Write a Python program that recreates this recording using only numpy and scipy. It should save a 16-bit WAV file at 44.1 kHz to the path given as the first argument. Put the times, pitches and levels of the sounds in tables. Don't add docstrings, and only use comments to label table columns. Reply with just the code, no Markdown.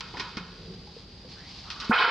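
import sys
import numpy as np
from scipy import signal
from scipy.fft import rfft, irfft
from scipy.io import wavfile

SR = 44100
rng = np.random.default_rng(int(sys.argv[2]) if len(sys.argv) > 2 else 0)


def put_to_file(sound):
    columns = np.atleast_2d(sound).T
    safe = np.clip(columns, -1, 1)
    whole_steps = np.round(safe * 32767)
    wavfile.write(sys.argv[1], SR, whole_steps.astype(np.int16))


N = 92962
T = np.arange(N) / SR
FREQS = np.fft.rfftfreq(N, 1 / SR)
TOP_HZ = 15800

# pitch_hz, held_db, free_db
TRAY_MODES = [(440, -19, -16), (497, -17, -5.5), (722, -19, -9), (880.4, -3.5, -3.5), (945, 0.5, -6),
              (1003, -5, -31), (1106, 3, -7), (1261, 1.5, 4.5), (1327, 2, 2.5), (1367, 2.5, 7),
              (1445, -3, 9), (1461, 5, -3), (1615, -10, 2.5), (1697, -2, -5), (1850, 1, -3.5),
              (2165, -1, 1.5), (2208, -7, -3), (2443, -8, -6), (2492, 0, 0.5), (3115, -3.5, -8.5)]
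# start_s, bass_db, middle_db, treble_db
SLAMS = [(1.898, -20.5, -15.5, -23), (1.948, -55, -24, -18), (1.987, -26, -17.5, -24),
         (2.028, -21, -21.5, -37), (2.072, -21.5, -23, -11.5)]
# freq_hz, side_db
WIDTH = [(100, -31.5), (700, -18.5), (5000, -6)]


def undb(db):
    return 10 ** (np.asarray(db) / 20)


def unit(x):
    return x / np.sqrt(np.mean(x ** 2))


def curve_gain(points, hz):
    f, db = np.array(points, float).T
    return undb(np.interp(np.log(np.maximum(hz, 1)), np.log(f), db))


def noise(gain, side_db=0, source=None):
    mid, side = rfft(rng.standard_normal((2, N)) if source is None else source) * gain
    side = side * curve_gain(WIDTH, FREQS) * undb(side_db)
    return unit(irfft(np.array([mid + side, mid - side]), N))


def grains(per_s, scatter_db):
    clicks = (rng.random((2, N)) < per_s / SR) * rng.choice([-1, 1], (2, N))
    return clicks * undb(scatter_db * np.minimum(rng.exponential(size=(2, N)), 5))


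def walk(per_s):
    return np.interp(T * per_s, np.arange(400), rng.standard_normal(400))


def decay(start_s, decay_s, rise_s=0.00014):
    age = np.maximum(T - start_s, 0)
    return (1 - np.exp(-(age / rise_s) ** 2)) * np.exp(-age / decay_s)


def registers(hz):
    low, high = (1 / (1 + (hz / edge_hz) ** 8) for edge_hz in (695, 2730))
    return np.sqrt([low, np.maximum(high - low, 0), 1 - high])


def air():
    # freq_hz, level_db
    colour = [(25, -24), (45, 5), (160, -1), (700, -17.5), (2800, -26), (4500, -20), (4870, -9.5),
              (5200, -33), (15000, -59.5)]
    return noise(curve_gain(colour, FREQS), side_db=7) * undb(-48 + 0.59 * walk(8.46))


def litter():
    # freq_hz, level_db
    colour = [(300, -34), (800, 2.5), (1500, -7.5), (4800, 7.5), (7000, -16), (15000, -57)]
    # time_s, level_db
    rustle = [(0, -49), (.25, -47.5), (.45, -53), (.94, -53.5), (1.0, -50), (1.05, -56), (1.27, -56),
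              (1.32, -46), (1.42, -51), (1.49, -46.5), (1.85, -46.5), (2.1, -38)]
    crackle = noise(curve_gain(colour, FREQS), source=grains(per_s=3000, scatter_db=-1.5))
    return crackle * undb(np.interp(T, *np.array(rustle).T) + walk(44.7))


def drag():
    # pitch_hz, width_hz, level_db
    bowing = [(177.7, 27, 3), (372, 13.2, -6), (451, 82, -8.5)]
    # time_s, level_db
    strength = [(0, -55), (.57, -51), (.7, -43.5), (.92, -55.5), (1.5, -56.5), (1.65, -68.5)]
    colour = sum(undb(db) / (1 + 2 * ((FREQS - hz) / width) ** 2) for hz, width, db in bowing)
    return noise(colour) * undb(np.interp(T, *np.array(strength).T))


def wash_spectrum():
    # freq_hz, level_db
    outline = [(100, -28), (200, -15), (450, -5.5), (580, -13.5), (680, -5), (880, -1.5), (1400, 7),
               (2050, -5), (2500, -1.5), (2780, -10.5), (3050, -6.5), (4700, -15.5), (5300, -21),
               (6200, -47.5), (15000, -63.5)]
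    ripple_db, spacing_hz = 4.5, 22.15
    peaks = np.clip(rng.standard_normal(4000), -1.5, 1.5)
    ripple = np.interp(FREQS / spacing_hz, np.arange(len(peaks)), peaks)
    return curve_gain(outline, FREQS) * undb(ripple_db * ripple)


def mode_tones(held):
    wander_hz, flutter_db = 2.72, 2.5
    gains = undb([held_db if held else free_db for _, held_db, free_db in TRAY_MODES])
    gains /= np.sqrt(np.sum(gains ** 2) / 2)
    for (hz, *_), gain in zip(TRAY_MODES, gains):
        phase = 2 * np.pi * (np.cumsum(hz + wander_hz * walk(39.42)) / SR + rng.random())
        stereo_lag = curve_gain(WIDTH, hz) * rng.choice([-1, 1]) * np.array([[1], [-1]])
        yield hz, gain * undb(flutter_db * walk(28)) * np.sin(phase + stereo_lag)


def pressed_colour():
    def power(width_hz):
        return sum(undb(db) ** 2 / width_hz / (1 + ((FREQS - hz) / width_hz) ** 2)
                   for hz, db, _ in TRAY_MODES)
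    depth = 0.91
    return (power(width_hz=16) / power(width_hz=160)) ** (depth / 2)


def knocks(wash):
    # start_s, bass_db, middle_db, treble_db, rattle_s, ring_offset_db, snap_offset_db
    hits = [(0.0075, -51.5, -32, -33, 0.0053, -15.5, -17), (0.139, -39.5, -42, -69, 0.013, -12.5, -14),
            (0.17, -39, -38, -42, 0.039, -14, -25), (0.1972, -53, -30.5, -30.5, 0.017, -13, -10),
            (0.370, -38, -32.5, -34, 0.014, -15.5, -8), (1.7022, -56, -40, -34, 0.022, -14.5, -8),
            (1.801, -69.5, -57, -35.5, 0.028, -8.5, -2), (1.82, -43, -39.5, -54, 0.0052, -6, -18),
            (1.845, -53, -53, -36, 0.014, -25, -14)]
    # freq_hz, level_db
    contact = [(100, -1), (400, 9.5), (600, -12), (1000, 3.5), (2600, 5), (5200, 6), (7000, -16.5),
               (15000, -57)]
    ring_s, snap_s = 0.87 / np.log(1000), 0.0008
    out, rings = 0, []
    for band, wash_db in enumerate((-1.5, -1.5, 0)):
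        rattle_power = ring_power = 0
        for start, *band_db, rattle_s, ring_db, snap_db in hits:
            gain = undb(band_db[band])
            snap = undb(snap_db) * decay(start, snap_s) if band == 2 else 0
            rattle_power += (gain * (decay(start, rattle_s) + snap)) ** 2
            ring_power += (gain * undb(ring_db) * decay(start, ring_s, rise_s=0.0014)) ** 2
        rings.append(np.sqrt(ring_power))
        passband = registers(FREQS)[band]
        colour = curve_gain(contact, FREQS) * passband * (pressed_colour() if band == 1 else 1)
        out += np.sqrt(rattle_power) * noise(colour, source=grains(per_s=5000, scatter_db=2))
        out += rings[band] * undb(wash_db) * noise(wash * passband)
    tones = sum(tone * (registers(hz) ** 2 @ np.array(rings)) for hz, tone in mode_tones(held=True))
    return out + undb(0.5) * tones


def scrapes():
    # start_s, length_s, first_hz, last_hz, half_width_hz, level_db
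    slides = [(0.138, 0.033, 883, 950, 150, -42), (0.2, 0.13, 1056, 942, 100, -46),
              (1.352, 0.22, 1426, 2660, 230, -55), (1.636, 0.39, 1244, 1217, 260, -48.5),
              (1.791, 0.14, 1200, 1124, 130, -44.5)]
    out = 0
    for start, length, first_hz, last_hz, width_hz, db in slides:
        progress = np.clip((T - start) / length, 0, 1)
        phase = 2 * np.pi * np.cumsum(first_hz + (last_hz - first_hz) * progress) / SR
        roughness = 1 / (1 + (FREQS / width_hz) ** 2)
        grind = unit(sum(wave(phase) * noise(roughness, side_db=10) for wave in (np.sin, np.cos)))
        out += undb(db) * grind * np.sin(np.pi * progress ** 0.54)
    return out


def thumps():
    # start_s, pitch_hz, level_db, decay_s
    bumps = [(0.370, 203, -22, 0.0056), (0.407, 178, -35.5, 0.019), (0.872, 835, -45, 0.02),
             (0.965, 465, -35, 0.0077), (1.247, 505, -41, 0.014), (1.8958, 227, -11.5, 0.011)]
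    return sum(-undb(db) * decay(start, decay_s, rise_s=0.001) * np.sin(2 * np.pi * hz * (T - start))
               for start, hz, db, decay_s in bumps)


def grit():
    # start_s, level_db
    ticks = [(1.896, -34), (1.9163, -36), (1.926, -44), (1.9603, -27.5)]
    colour = 1 / (1 + (FREQS / 4500) ** 2)
    chatter = noise(colour, side_db=-2, source=grains(per_s=730, scatter_db=2))
    cracks = noise(colour, side_db=-4) * sum(undb(db) * decay(start, 0.0008) for start, db in ticks)
    return cracks + undb(-48) * chatter * decay(SLAMS[0][0], decay_s=0.083)


def crash(wash):
    t60_s, wash_db = (0.29, 1, 0.97), (-2, -1, -1.5)
    spread_s_per_khz = 0.0084

    def swell(hz):
        share = registers(hz) ** 2
        decay_s = share @ t60_s / np.log(1000)
        delay_s = spread_s_per_khz * min(hz, 4000) / 1000
        return np.sqrt(sum((share @ undb(band_db) * decay(start + delay_s, decay_s, rise_s=0.0042)) ** 2
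                           for start, *band_db in SLAMS))

    spectrum = rfft(noise(wash, side_db=-2.5))
    power = registers(FREQS) ** 2 @ wash ** 2
    makeup = np.sqrt(power.sum() / power)
    edges = np.geomspace(100, TOP_HZ, 16)
    out = 0
    for low, high in zip(edges, edges[1:]):
        hz = np.sqrt(low * high)
        band = irfft(spectrum * ((FREQS >= low) & (FREQS < high)), N)
        out += band * swell(hz) * (registers(hz) ** 2 @ (makeup * undb(wash_db)))
    tones = sum(tone * swell(hz) * (registers(hz) ** 2 @ makeup) for hz, tone in mode_tones(held=False))
    return out + undb(-4) * tones


def limiter(x, threshold_db=-11, attack_s=0.00034, release_s=0.3):
    over = np.log(np.maximum(np.abs(x).max(axis=0) / undb(threshold_db), 1))
    reduction = np.maximum.accumulate(over + T / release_s) - T / release_s
    pole = np.exp(-1 / (attack_s * SR))
    return x * np.exp(-signal.lfilter([1 - pole], [1, -pole], reduction))


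def scene():
    # freq_hz, left_minus_right_db
    balance = [(750, 0.55), (1300, -3.5), (2200, -0.7), (4000, -0.5)]
    wash = wash_spectrum()
    metal = knocks(wash) + crash(wash) + scrapes()
    pan = curve_gain(balance, np.fft.rfftfreq(2 * N, 1 / SR)) ** np.array([[0.5], [-0.5]])
    tray = irfft(rfft(metal, 2 * N) * pan)[:, :N]
    return tray + air() + thumps() + grit() + drag() + litter()


def record(dry):
    lowpass = signal.ellip(8, 0.2, 70, TOP_HZ, fs=SR, output="sos")
    fade = np.sin(np.pi / 2 * np.minimum((T[-1] - T) / 0.003, 1)) ** 2
    return signal.sosfilt(lowpass, limiter(dry)) * fade


dry = scene()
out = record(dry)
put_to_file(out)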